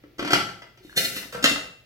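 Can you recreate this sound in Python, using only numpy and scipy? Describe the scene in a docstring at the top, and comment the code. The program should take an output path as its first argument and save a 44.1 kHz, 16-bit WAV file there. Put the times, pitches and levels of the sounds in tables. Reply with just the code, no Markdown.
"""Over a faint rumble, the sprung lever of an aluminium pressure cooker rattles and snaps off its catch.
The rubber gasket ticks as it unsticks, and the freed lid scrapes round under the rim in tiny slips.
The lid then bumps the pot wall and drops against it with a clank. Each blow makes the metal ring
at its own natural pitches (its modes), and the tiled kitchen echoes after it."""
import sys
import numpy as np
from scipy import signal
from scipy.fft import rfft, irfft, next_fast_len
from scipy.io import wavfile

SR = 44100
rng = np.random.default_rng(int(sys.argv[2]) if len(sys.argv) > 2 else 0)


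def file_out(sig):
    """Save sig as 16-bit WAV at sys.argv[1]."""
    # one column per channel
    cols = np.atleast_2d(sig).T
    # limit, then scale
    lim = np.clip(cols, -1, 1)
    pcm = np.round(lim * 32767).astype(np.int16)
    wavfile.write(sys.argv[1], SR, pcm)


N = 81585

# Table levels are relative. A fade time (t60) is how long a sound takes to drop by 60 dB.
# blows: (time [s], level [dB], bass [dB], treble [dB], rise time [s])
LEVER_KNOCKS = [(.036, -31, 11, -28, 0.0008), (.182, -22.5, 11, 3.5, 0.0067), (.192, -6, 5.5, -11, 0.0035),
                (.225, -12.5, 14, -10.5, 0.0013), (.247, -6.5, 6, -9, 0.0034), (.274, -4, 0.5, -9, 0.0048),
                (.3045, -1.5, 0, -5, 0.0045), (.318, -8, -10, 2, 0.0031), (.3315, 3.5, 3, -2, 0.0016),
                (.353, -10.5, 7, -23, 0.009), (.391, -5.5, -2, -22, 0.0084), (.486, -13, -12, -14, 0.0041),
                (.619, -17, -13.5, -18.5, 0.002), (.626, -24, -6, -20.5, 0.0026),
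                (.773, -33.5, 1, -3, 0.0029)]
LID_CLANKS = [(1.164, -19.5, -2, -2, 0.0015), (1.226, -21.5, -4.5, -13, 0.0013),
              (1.254, -31.5, 6, -18, 0.001), (1.425, -10.5, 5, 6, 0.0082), (1.4405, -0.5, 5, 3, 0.0014),
              (1.4555, -0.5, -9, -7, .001), (1.493, -15, -23, 11.5, 0.0029), (1.510, -17, 20, -8, 0.0056),
              (1.558, -7.5, -7, -16.5, .003), (1.655, -22.5, 1.5, -17, 0.0037)]
WALL_BUMPS = [(1.324, -19, 0, 9.5, .006), (1.344, -10, 2.5, -7.5, 0.0089), (1.385, -21, 2, -23, 0.01)]
# rubber unsticking: (time [s], level [dB], pitch [Hz], fade time [s])
GASKET_TICKS = [(0.807, -47.5, 378, 0.14), (0.849, -36.5, 317, 0.053), (0.896, -37.5, 1660, 0.024),
                (0.928, -35, 1620, .015), (.953, -36, 1610, 0.0053)]
# how hard the lid rubs under the rim: (time [s], level [dB])
RUBBING = [(.78, -100), (.84, -58.5), (.953, -61.5), (.965, -24), (.979, -18), (.992, -34), (1.042, -33.5),
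           (1.053, -19.5), (1.068, -50), (1.145, -41.5), (1.168, -33), (1.21, -50.5), (1.25, -53),
           (1.275, -59), (1.34, -82), (1.40, -97)]
# the metal's strong modes: (pitch [Hz], level [dB], fade time [s])
SHUT_POT_MODES = [(293, -27, .28), (345, -29, .2), (1378, -35, .5), (1545, -35, .45), (2040, -41, .45),
                  (2347, -42, .35), (5080, -37, .3), (5830, -44, .3), (6210, -43, .3), (7600, -47, .22),
                  (1341, -30, .48), (1997, -31, .45), (2905, -34, .38), (3284, -32, .45), (4453, -31, .42),
                  (4975, -30, .32)]
SCRAPE_MODES = [(127, -10, 0.84), (519.6, -9.5, 0.073), (658, -17, 0.26), (1355, -7.5, 0.33),
                (1516, -16, 0.15), (1752, -17, 0.067), (1993, -7.5, 0.64), (2930, -3, 0.15),
                (3690, 5.5, 0.05), (3790, -6, 0.073), (4270, 2, 0.071), (5130, -8, 0.11), (6030, -31, 0.31)]
LOOSE_LID_MODES = [(245, -24, .12), (279, -24, .28), (1280, -34, .3), (2036, -37, .4), (3225, -36, .36),
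                   (3945, -36, .3), (4200, -39, .3), (4400, -37, .3), (6690, -43, .3), (7230, -44, .3),
                   (1850, -33, .45), (2685, -21, .6), (2733, -28, .52), (2827, -34, .45), (3640, -33, .42),
                   (3681, -33, .35), (5290, -29, .33)]
WALL_MODES = [(482.4, -19, .25), (614.5, -35.5, 0.73), (1125, -56, 0.25), (1346, -24, 0.38),
              (1560, -37, 0.21)]
# its crowded modes, which blur into noise: (frequency [Hz], level [dB])
SHUT_POT_SPECTRUM = [(30, -18), (100, -3), (220, -2.5), (310, 2.5), (450, 1), (640, 6), (900, 0),
                     (1050, -1.5), (1300, 4.5), (1750, 0.5), (3200, 2), (5500, -6.5), (8500, -14.5),
                     (11500, -11.5), (16000, -25.5)]
SCRAPE_SPECTRUM = [(30, -16.5), (120, -3), (210, 5), (350, 3.5), (520, 0.5), (700, -5), (850, -8),
                   (1060, -31), (1350, 1.5), (2400, 3.5), (4000, 0), (7500, -2), (8600, -2), (10500, -0.5),
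                   (16000, -5)]
LOOSE_LID_SPECTRUM = [(30, -10), (100, -7.5), (180, 0.5), (280, -11.5), (370, 0.5), (650, 5), (1020, -1.5),
                      (1300, 6.5), (2300, 2), (3800, 3.5), (7000, -6), (9000, -8.5), (16000, -17.5)]
WALL_SPECTRUM = [(30, -21), (140, 9), (330, 2.5), (600, 7.5), (950, 0), (1400, 6), (2000, 4.5), (5000, -3),
                 (9000, -12), (16000, -17)]
# background noise: (frequency [Hz], level [dB])
RUMBLE_SPECTRUM = [(25, -20), (55, 5.5), (85, -11), (120, 2), (170, -13), (300, -13.5), (650, -14.5),
                   (1000, -27.5), (2000, -18.5), (5000, -26.5), (8000, -39.5), (16000, -30)]
# the kitchen's echo: (frequency [Hz], fade time [s])
ROOM_T60 = [(60, 0.55), (200, 0.69), (1000, 0.45), (3000, 0.44), (8000, 0.44), (16000, 0.4)]
# how alike left and right sound: (frequency [Hz], likeness [0 to 1])
ROOM_LIKENESS = [(60, 1), (280, 0.71), (600, 0.38), (1500, 0.3), (4000, 0.22), (16000, 0.2)]

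BASS_HZ, TREBLE_HZ = 594, 3240
TWIN_GAP_HZ, TWIN_GAIN = 12.97, 0.72   # each mode's gap is this times a random factor
PEAK_DB, PEAK_WIDTH = 8, 0.021   # lift round each mode; half-width as a share of its pitch
CRASH_DB, CRASH_T60_S = -17, .09
CRACK_OVER_CRASH_DB, CRACK_T60_S = 10.5, .022
SLIPS_PER_S, SLIP_SPREAD_DB, SCRAPE_RING_DB = 3500, 4, -19.5
ROOM_GAP_S, LEFT_LAG_S = 0.0046, .00016
PAN_DB, PAN_ABOVE_HZ = 0.95, 160   # the lean to the left fades in the bass
RUMBLE_DB, CUTOFF_HZ = -59, 15800
TIME = np.arange(N) / SR
FFT_SIZE = next_fast_len(2 * N, real=True)
HZ = np.maximum(np.arange(FFT_SIZE // 2 + 1) * SR / FFT_SIZE, 1)


def from_db(db):
    """Turn decibels into a gain."""
    return 10 ** (np.asarray(db) / 20)


def rms_one(x):
    """Scale a sound to an average (rms) level of one."""
    return x / np.sqrt(np.mean(x ** 2) + 1e-20)


def at_hz(points, hz):
    """Read between a table's rows on a log-frequency axis."""
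    freqs, values = np.transpose(points)
    return np.interp(np.log(hz), np.log(freqs), values)


def colour(x, curve_db):
    """Turn each frequency up or down without smearing sound back in time (minimum phase)."""
    cepstrum = irfft(np.log(from_db(curve_db)), FFT_SIZE)
    cepstrum[1:FFT_SIZE // 2] *= 2
    cepstrum[FFT_SIZE // 2 + 1:] = 0
    return irfft(rfft(x, FFT_SIZE) * np.exp(rfft(cepstrum)), FFT_SIZE)[..., :N]


def dying(t60):
    """A fade that drops 60 dB in t60 seconds."""
    return np.exp(-np.log(1000) * TIME / t60)


def delayed(x, start_s):
    """Start a sound later."""
    start = int(np.clip(start_s * SR, 0, N - 1))
    silence = np.zeros(x.shape[:-1] + (start,))
    return np.concatenate([silence, x[..., :N - start]], axis=-1)


def room_noise():
    """Stereo noise whose sides are alike in the bass and mostly unrelated in the treble."""
    mid, side = rfft(rng.standard_normal((2, FFT_SIZE)))
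    alike = np.clip(at_hz(ROOM_LIKENESS, HZ), -.99, .99)
    shared = np.sqrt((1 + alike) / 2) * mid
    opposed = np.sqrt((1 - alike) / 2) * side * [[1], [-1]]
    return irfft(shared + opposed, FFT_SIZE)[:, :N]


def rumble():
    """Faint, steady background noise, strongest in the bass."""
    return from_db(RUMBLE_DB) * rms_one(colour(room_noise(), at_hz(RUMBLE_SPECTRUM, HZ)))


def ringing(hz, t60):
    """A mode and its slightly higher twin drift in and out of step, so the ring wobbles."""
    main = np.sin(2 * np.pi * hz * (TIME - np.array([[LEFT_LAG_S], [0]])))
    side_phase = np.arccos(at_hz(ROOM_LIKENESS, hz)) / 2 * np.array([[1], [-1]])
    twin_hz = hz + TWIN_GAP_HZ * rng.uniform(0.804, 1.31)
    twin = np.sin(2 * np.pi * twin_hz * TIME + side_phase)
    return (main + TWIN_GAIN * twin) * dying(t60)


def metal_db(spectrum, modes):
    """The metal's tone: a broad spectrum with a peak at each mode."""
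    peaks = [1 / (1 + ((HZ / hz - 1) / PEAK_WIDTH) ** 2) for hz, _, _ in modes]
    return at_hz(spectrum, HZ) + PEAK_DB * np.max(peaks, axis=0)


def contact_db(hz, bass_db, treble_db):
    """A heavy contact brings out the bass, a hard one the treble."""
    return bass_db / (1 + (hz / BASS_HZ) ** 4) + treble_db / (1 + (TREBLE_HZ / hz) ** 2)


def blows(hits, modes, spectrum, room, room_db, ring_db):
    """Struck metal gives a crack, a short crash and a long ring; a grazing blow swells slowly."""
    fade = dying(CRASH_T60_S) + from_db(CRACK_OVER_CRASH_DB) * dying(CRACK_T60_S)
    rings = np.array([ringing(hz, t60) for hz, _, t60 in modes])
    mode_hz, mode_db, _ = np.transpose(modes)
    body_db = metal_db(spectrum, modes)
    crash, ring = 0, 0
    for start_s, db, bass_db, treble_db, rise_s in hits:
        swell = from_db(db) * (1 - np.exp(-TIME / rise_s))
        burst = rng.standard_normal(N) * swell * fade
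        burst = colour(burst, body_db + contact_db(HZ, bass_db, treble_db))
        crash += delayed(from_db(CRASH_DB) * burst, start_s)
        strengths = from_db(ring_db + mode_db + contact_db(mode_hz, bass_db, treble_db))
        ring += delayed(swell * np.tensordot(strengths, rings, axes=1), start_s)
    return in_room(crash, room, room_db) + ring


def lever_knocks(room):
    """The sprung lever knocks on the shut cooker and sets it ringing."""
    return blows(LEVER_KNOCKS, SHUT_POT_MODES, SHUT_POT_SPECTRUM, room, room_db=-0.5, ring_db=-3)


def kitchen_echo():
    """The tiled room's answer to a click: noise in which each octave fades at its own rate."""
    noise, tail = rfft(room_noise(), FFT_SIZE), 0
    octaves_hz = np.geomspace(60, 15360, 9)
    for hz, band in zip(octaves_hz, np.eye(len(octaves_hz))):
        band_gain = np.interp(np.log(HZ), np.log(octaves_hz), band)
        tail += irfft(noise * band_gain, FFT_SIZE)[:, :N] * dying(at_hz(ROOM_T60, hz))
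    return delayed(tail / np.sqrt(np.sum(tail ** 2) / 2), ROOM_GAP_S)


def in_room(x, room, room_db):
    """The direct sound reaches the left side a little late; the echo follows."""
    direct = np.array([delayed(x, LEFT_LAG_S), x])
    echo = signal.fftconvolve(room, x[None], axes=1)[:, :N]
    return direct + from_db(room_db) * echo


def gasket_ticks(room):
    """Rubber lets go of metal in short ticks that die quickly."""
    ticks = 0
    for start_s, db, hz, t60 in GASKET_TICKS:
        tick = from_db(db) * np.sin(2 * np.pi * hz * TIME) * dying(t60)
        ticks += delayed(tick, start_s)
    return in_room(ticks, room, room_db=-2)


def lid_scrape(room):
    """Many tiny slips of the lid's edge on the rim hiss and keep some modes ringing."""
    slips = (rng.random(N) < SLIPS_PER_S / SR) * rng.choice([-1, 1], N)
    slip_sizes = from_db(SLIP_SPREAD_DB * np.minimum(rng.exponential(1, N), 4))
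    pressure = from_db(np.interp(TIME, *np.transpose(RUBBING)))
    hiss = colour(rms_one(slips * slip_sizes) * pressure, metal_db(SCRAPE_SPECTRUM, SCRAPE_MODES))
    body = 0
    for hz, db, t60 in SCRAPE_MODES:
        build_up = np.sqrt(t60 * SR / (4 * np.log(1000)))   # divided out so long rings are no louder
        body += from_db(db + SCRAPE_RING_DB) * ringing(hz, t60) / build_up
    ring = signal.fftconvolve(body, hiss[None], axes=1)[:, :N]
    return in_room(hiss, room, room_db=0.5) + ring


def lid_clanks(room):
    """The loose lid strikes the pot, metal on metal."""
    return blows(LID_CLANKS, LOOSE_LID_MODES, LOOSE_LID_SPECTRUM, room, room_db=-0.7, ring_db=-2.5)


def wall_bumps(room):
    """The lid's soft gasket bumps the pot wall, which rings low."""
    return blows(WALL_BUMPS, WALL_MODES, WALL_SPECTRUM, room, room_db=2.5, ring_db=-1.5)


def scene():
    """The cooker, a little louder on the left, over the quiet of the kitchen."""
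    room = kitchen_echo()
    background = rumble()
    cooker = lever_knocks(room) + gasket_ticks(room) + lid_scrape(room)
    left, right = cooker + lid_clanks(room) + wall_bumps(room)
    lean_db = PAN_DB / (1 + (PAN_ABOVE_HZ / HZ) ** 2)
    return np.array([colour(left, lean_db), colour(right, -lean_db)]) + background


def record(dry):
    """Round off the loudest peaks and cut the highest treble."""
    low_pass = signal.ellip(10, .2, 80, CUTOFF_HZ, fs=SR, output="sos")
    return signal.sosfilt(low_pass, np.tanh(dry))


dry = scene()
out = record(dry)
file_out(out)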